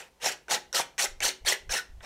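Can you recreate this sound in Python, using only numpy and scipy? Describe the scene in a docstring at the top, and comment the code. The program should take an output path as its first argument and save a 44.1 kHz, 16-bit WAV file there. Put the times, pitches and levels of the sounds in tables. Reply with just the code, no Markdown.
"""Palette knife over a stencil

A thin steel palette knife is dragged in quick strokes over a plastic stencil on a board, close to one microphone.
The blade lands with a tick (decaying sines and a noise crack), then stutters over cut edges and paint grit
(random grains through blade and board spectra); snags ring briefly and the bent blade rasps in narrow noise bands.
A small room answers with decaying noise tails, over faint room tone and rumble.
Low buffeting, a swelling low noise, comes with the arm's return swings.
"""
import sys
import numpy as np
from scipy import signal
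from scipy.fft import rfft, irfft, next_fast_len
from scipy.io import wavfile
from scipy.ndimage import uniform_filter1d, map_coordinates

SR = 44100
rng = np.random.default_rng(int(sys.argv[2]) if len(sys.argv) > 2 else 0)


def amplitude_ratio(level_db):
    """Convert a level in decibels to the matching linear amplitude (field) ratio."""
    exponent = np.asarray(level_db, float) / 20
    return 10 ** exponent


def inscribe(sig):
    """Save sig as 16-bit PCM at rate SR to the path in sys.argv[1].

    A 1-D sig is mono; a 2-D sig holds one channel per row.
    Samples are clipped to [-1, 1] before scaling.
    """
    pcm = np.round(np.clip(np.atleast_2d(sig).T, -1, 1) * 32767)
    wavfile.write(sys.argv[1], SR, pcm.astype(np.int16))


N = 90404  # samples

# Scrape, one table a stroke: t/s, level/dB, board thrum over it level/dB, blade-middle over it level/dB
STROKES = [
    [(0.2, -68.5, 6, 6), (0.224, -42.5, -4.5, 3.5), (0.262, -26.5, -6.5, -9.5), (0.286, -30, -14.5, -6),
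     (0.31, -43, -1, 6.5), (0.324, -35, -13.5, -4.5), (0.35, -61, 9, 7)],
    [(0.483, -64, 16, 16), (0.491, -52, 5, 8), (0.501, -38, -0.5, -0.5), (0.513, -27, -8, -0.5),
     (0.547, -25, -10, -8.5), (0.571, -42.5, 1.5, 5), (0.59, -58, 10, 0)],
    [(0.728, -38.5, -9, -13), (0.74, -44.5, 0.5, 2), (0.748, -28, -8, -1), (0.758, -26, -8.5, -5.5),
     (0.79, -28, -12.5, -6), (0.796, -32, 4.5, 1.5), (0.81, -31, -3.5, 1.5), (0.85, -64, 4, 5)],
    [(0.98, -39, -9, 1.5), (0.998, -25.5, -15.5, -4), (1.044, -27, -8.5, -10), (1.062, -38, -6.5, 5.5),
     (1.09, -73, -12, 3)],
    [(1.205, -39, -2, 5), (1.211, -50.5, 5.5, 10), (1.231, -28, -12, -3), (1.257, -24.5, -14, -13.5),
     (1.269, -28.5, -7, -6.5), (1.287, -26.5, -12, -14), (1.295, -33, -11, -0.5), (1.33, -57.5, -9, 7.5)],
    [(1.45, -53, 7, 4), (1.462, -35.5, -8.5, -4), (1.484, -22.5, -15.5, -6), (1.513, -31, -6, -4.5),
     (1.528, -26.5, -12.5, -2), (1.554, -54, 6, 14.5), (1.57, -58, 4, 10)],
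    [(1.695, -47.5, 8, 6.5), (1.713, -33, -13.5, -9.5), (1.743, -30.5, -3, -4), (1.763, -35.5, -5, 3.5),
     (1.781, -33, -11.5, 1), (1.82, -57, -8, 1)],
    [(2.006, -75, 14, 26.5), (2.016, -78, 9, 20.5), (2.03, -56, 2, -2.5), (2.05, -49.5, 7, 9.5)],
]
# Tail of an earlier stroke, same columns
FADING_STROKE = [(0, -44, -2, 1), (.03, -56, 0, 2), (.09, -70, 2, 3)]
# Colours of blade edge, blade middle and board: f/Hz, level/dB
EDGE_COLOUR = [(1650, -29.5), (2800, -3), (3320, -5.5), (3620, -4), (4260, -1.5), (4900, -6.5), (5400, 0),
               (8460, -6.5), (14100, -18.5), (15600, -23), (16300, -55)]
MIDDLE_COLOUR = [(680, -31), (1150, -23), (1300, -5), (1900, 1.5), (2050, -2), (3000, -5.5), (3900, -12),
                 (6600, -120)]
BOARD_COLOUR = [(71, -63), (120, -11.5), (318, -17.5), (360, -8.5), (524, 2), (629, -1), (763, 1),
                (1030, -2), (1110, -7), (1200, -4), (1560, -46), (2640, -120)]
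# Longest board modes: f/Hz, level/dB, t60/s
BOARD_MODES = [(165, -20, .12), (285, -11, .14), (376, -2, .22), (840, -5, .12), (1312, -7, .1),
               (1478, -8, .08), (1542, -7, .09), (2350, -5, .12)]
# Room tone and building rumble colours: f/Hz, level/dB
AIR_COLOUR = [(80, -40), (130, -4), (400, -2), (900, -2), (1200, -10), (5900, -15), (15000, -24),
              (16000, -34)]
RUMBLE_COLOUR = [(15, -30), (30, -4), (55, 0), (72, -4), (85, -30), (150, -60)]
# Room decay: f/Hz, t60/s
ROOM_DECAY = [(200, 0.82), (530, 0.27), (1400, 0.29), (3000, 0.28), (6000, 0.23), (12000, .18)]
# The bent blade rasps at one pitch for a moment: middle t/s, length t/s, f/Hz, level/dB
RASPS = [(0.263, 0.049, 5500, -35), (0.549, 0.012, 5330, -39), (0.767, 0.035, 1320, -38.5),
         (1.034, 0.036, 5900, -31.5), (1.253, 0.022, 4200, -31), (1.283, 0.016, 6000, -34.5),
         (1.483, 0.0088, 3236, -20.5), (1.502, 0.0093, 5400, -29), (1.714, 0.012, 5560, -30),
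         (1.721, 0.011, 6330, -32), (1.768, 0.025, 1880, -30.5), (1.788, 0.02, 1484, -37),
         (1.526, 0.011, 2000, -30.5), (1.744, .025, 2690, -35.5), (1.715, 0.017, 1637, -37.5),
         (0.74, 0.015, 5670, -39), (0.786, 0.031, 5930, -29.5), (1.292, 0.017, 2110, -34.5)]
# Blade snags on a stencil edge: t/s, level/dB, ring f/Hz
SNAGS = [(0.244, -22, 786), (0.259, -24, 785), (0.272, -18, 747), (0.5102, -12, 2050), (0.515, -16, 780),
         (0.525, -17.5, 835), (0.563, -25, 784), (0.796, -26, 800), (1.744, -23, 790)]
# Blade lands: t/s, level/dB, ring f/Hz, upper ring and crack over it level/dB, upper pitch f/Hz
LANDINGS = [(0.483, -29.5, 1510, -5, 5950), (0.7281, -29, 1480, 11.5, 5680), (0.98, -28, 2400, 4, 6100),
            (1.204, -22, 2256, 2.5, 6130), (1.449, -33, 2210, -2, 6000), (1.693, -30, 1590, -2, 6100),
            (2.008, -43, 1500, -17, 6100)]
# Partials of the upper blade ring: ratio to the upper pitch, level/dB, t60/s
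BLADE_PARTIALS = [(1.01, 3.5, 0.0056), (0.67, -10, 0.0058), (1.4, -12, 0.01)]
# Low buffeting while the arm swings back near the microphone, one table a swing: t/s, level/dB
SWINGS = [
    [(0.66, -85), (0.678, -66), (0.694, -66), (0.71, -72)],
    [(1.07, -61), (1.106, -41.5), (1.198, -51.5), (1.212, -45.5), (1.29, -55), (1.3, -64)],
    [(1.4, -63), (1.44, -41), (1.48, -49.5)],
    [(1.6, -59), (1.644, -54.5), (1.684, -40.5), (1.714, -41.5), (1.74, -59)],
    [(1.85, -67), (1.908, -48.5), (1.956, -47.5), (1.988, -44), (2.018, -48), (2.05, -50)],
]
# Buffeting colour: f/Hz, level/dB
BUFFET_COLOUR = [(12, -2.5), (22, 5.5), (50, 0), (100, -11.5), (160, -21), (300, -64)]

SLIPS_PER_S = 14000  # mean grain rate
MODES_DB, ROOM_DB = -12, -12
AIR_DB, RUMBLE_DB = -66, -70  # rms levels
RASP_WIDTH = 0.041  # share of the pitch over which a rasp falls 9 dB
LAND_T60_S, SNAG_T60_CYCLES, CONTACT_S = 0.023, 13.4, 0.0007
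CRACK_DB, CRACK_HZ = -11, 9000  # the landing crack is dull above CRACK_HZ
LOW_CUT_HZ = 145  # low cut that keeps scrapes, rasps and knocks free of low thump
TOP_HZ = 15900  # the microphone chain cuts steeply above this


def unit(x):
    """Scales a signal to rms 1."""
    return x / np.sqrt(np.mean(x ** 2) + 1e-20)


def along(points, hz):
    """Reads (Hz, value) points on a log frequency axis."""
    f, v = np.transpose(points)
    return np.interp(np.log(hz + 1), np.log(f + 1), v)


def wobble(rate):
    """Draws a smooth random curve with rate knots a second."""
    knots = rng.standard_normal(int(N * rate / SR) + 4)
    return map_coordinates(knots, [np.arange(N) * rate / SR])


def coloured(x, points):
    """Shapes x with a spectrum and brings it to rms 1."""
    size = next_fast_len(N + 8192)
    gain = amplitude_ratio(along(points, np.fft.rfftfreq(size, 1 / SR)))
    return unit(irfft(rfft(x, size) * gain, size)[:N])


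def gains(tables):
    """Turns each dB column into a gain per sample, silent outside the tables."""
    t, total = np.arange(N) / SR, 0
    for rows in tables:
        s, *columns = np.transpose(rows)
        total = total + amplitude_ratio([np.interp(t, s, c, left=-200, right=-200) for c in columns])
    return total


def slips(spread_db, patchy_db, judder_db):
    """Dense stick-slip grains of uneven size, whose resonances shift as the blade bends."""
    struck = rng.random(N) < SLIPS_PER_S / SR
    grains = struck * rng.standard_normal(N) * amplitude_ratio(spread_db * rng.standard_normal(N))
    spectrum = signal.stft(grains, nperseg=256)[2]
    # random boosts and dips, smoothed over 3 bins and 5 frames
    patches = uniform_filter1d(rng.standard_normal(spectrum.shape), 3, 0)
    patches = unit(uniform_filter1d(patches, 5, 1))
    patchy = signal.istft(spectrum * amplitude_ratio(patchy_db * patches), nperseg=256)[1][:N]
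    return patchy * amplitude_ratio(judder_db * wobble(150))


def scrape():
    """Each stroke excites blade edge, blade middle, board and the board's long modes."""
    level, board_gain, middle_gain = gains([FADING_STROKE] + STROKES)
    edge = coloured(slips(spread_db=-1.5, patchy_db=3.5, judder_db=-0.17), EDGE_COLOUR)
    middle = coloured(slips(spread_db=1.0, patchy_db=4.0, judder_db=-1.0), MIDDLE_COLOUR)
    board = coloured(slips(spread_db=2, patchy_db=3, judder_db=0), BOARD_COLOUR)
    t = np.arange(SR // 2) / SR
    modes = sum(amplitude_ratio(db - 60 * t / t60) * np.sin(2 * np.pi * hz * t) for hz, db, t60 in BOARD_MODES)
    drive = level * board_gain * rng.standard_normal(N)
    ringing = signal.fftconvolve(drive, modes / np.linalg.norm(modes))[:N]
    return level * (edge + middle_gain * middle + board_gain * board) + amplitude_ratio(MODES_DB) * ringing


def studio():
    """Faint room tone and building rumble, two steady coloured noises."""
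    air = coloured(rng.standard_normal(N), AIR_COLOUR)
    rumble = coloured(rng.standard_normal(N), RUMBLE_COLOUR)
    return amplitude_ratio(AIR_DB) * air + amplitude_ratio(RUMBLE_DB) * rumble


def room(x):
    """Each frequency dies at its own speed; every quarter second gets a new random tail."""
    out, step = np.zeros(N + SR), SR // 4
    for start in range(0, N, step):
        hz, t, noise = signal.stft(rng.standard_normal(SR // 2), SR, nperseg=256)
        decay = amplitude_ratio(-60 * t / along(ROOM_DECAY, hz)[:, None])
        tail = signal.istft(noise * decay, SR, nperseg=256)[1]
        wet = signal.fftconvolve(x[start:start + step], tail / np.linalg.norm(tail))
        out[start + 200:][:len(wet)] += wet  # pre-delay of 200 samples
    return out[:N]


def rasps():
    """The bent blade's narrow rough tones, each under a bell-shaped swell."""
    t, out = np.arange(N) / SR, 0
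    for s, length, hz, db in RASPS:
        band = [(hz * (1 + k * RASP_WIDTH), -9 * abs(k)) for k in range(-5, 6)]
        swell = np.exp(-(2 * (t - s) / length) ** 2)
        out = out + amplitude_ratio(db) * swell * coloured(rng.standard_normal(N), band)
    return out


def ring(t, hz, db, t60):
    """A mode decays exponentially, its onset softened by the contact time."""
    onset = 1 - np.exp(-t / CONTACT_S)
    return amplitude_ratio(db - 60 * t / t60) * np.sin(2 * np.pi * hz * t) * onset


def knocks():
    """Landings ring the blade and crack; snags knock the board into a short ring."""
    out, t = np.zeros(N + SR), np.arange(SR // 10) / SR
    dull = signal.butter(2, CRACK_HZ, fs=SR, output="sos")
    for s, db, hz, upper_db, upper_hz in LANDINGS:
        noise = signal.sosfilt(dull, rng.standard_normal(len(t)))
        crack = amplitude_ratio(CRACK_DB - 60 * t / 0.003) * noise  # t60 3 ms
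        upper = sum(ring(t, ratio * upper_hz, level, t60) for ratio, level, t60 in BLADE_PARTIALS)
        tick = ring(t, hz, db, LAND_T60_S) + amplitude_ratio(db + upper_db) * (upper + crack)
        out[round(s * SR):][:len(t)] += tick
    for s, db, hz in SNAGS:
        out[round(s * SR):][:len(t)] += ring(t, hz, db, SNAG_T60_CYCLES / hz)
    return out[:N]


def arm():
    """Slow lumps of moving air, softly switched on and off."""
    swing = uniform_filter1d(gains(SWINGS)[0], size=600)
    return swing * coloured(rng.standard_normal(N), BUFFET_COLOUR)


def scene():
    """One microphone feeds both channels with knife, room and moving air."""
    low_cut = signal.butter(3, LOW_CUT_HZ, "high", fs=SR, output="sos")
    knife = signal.sosfilt(low_cut, scrape() + rasps() + knocks())
    mono = knife + amplitude_ratio(ROOM_DB) * room(knife) + studio() + arm()
    return np.tile(mono, (2, 1))


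def roll_off(x):
    """The treble ends steeply here."""
    return signal.sosfilt(signal.butter(12, 16500, fs=SR, output="sos"), x)


def record(dry):
    """The microphone chain limits the band with a steep elliptic low-pass."""
    steep = signal.ellip(10, 0.2, 70, TOP_HZ, fs=SR, output="sos")
    mix = signal.sosfilt(steep, dry)
    return roll_off(mix)


dry = scene()
out = record(dry)
inscribe(out)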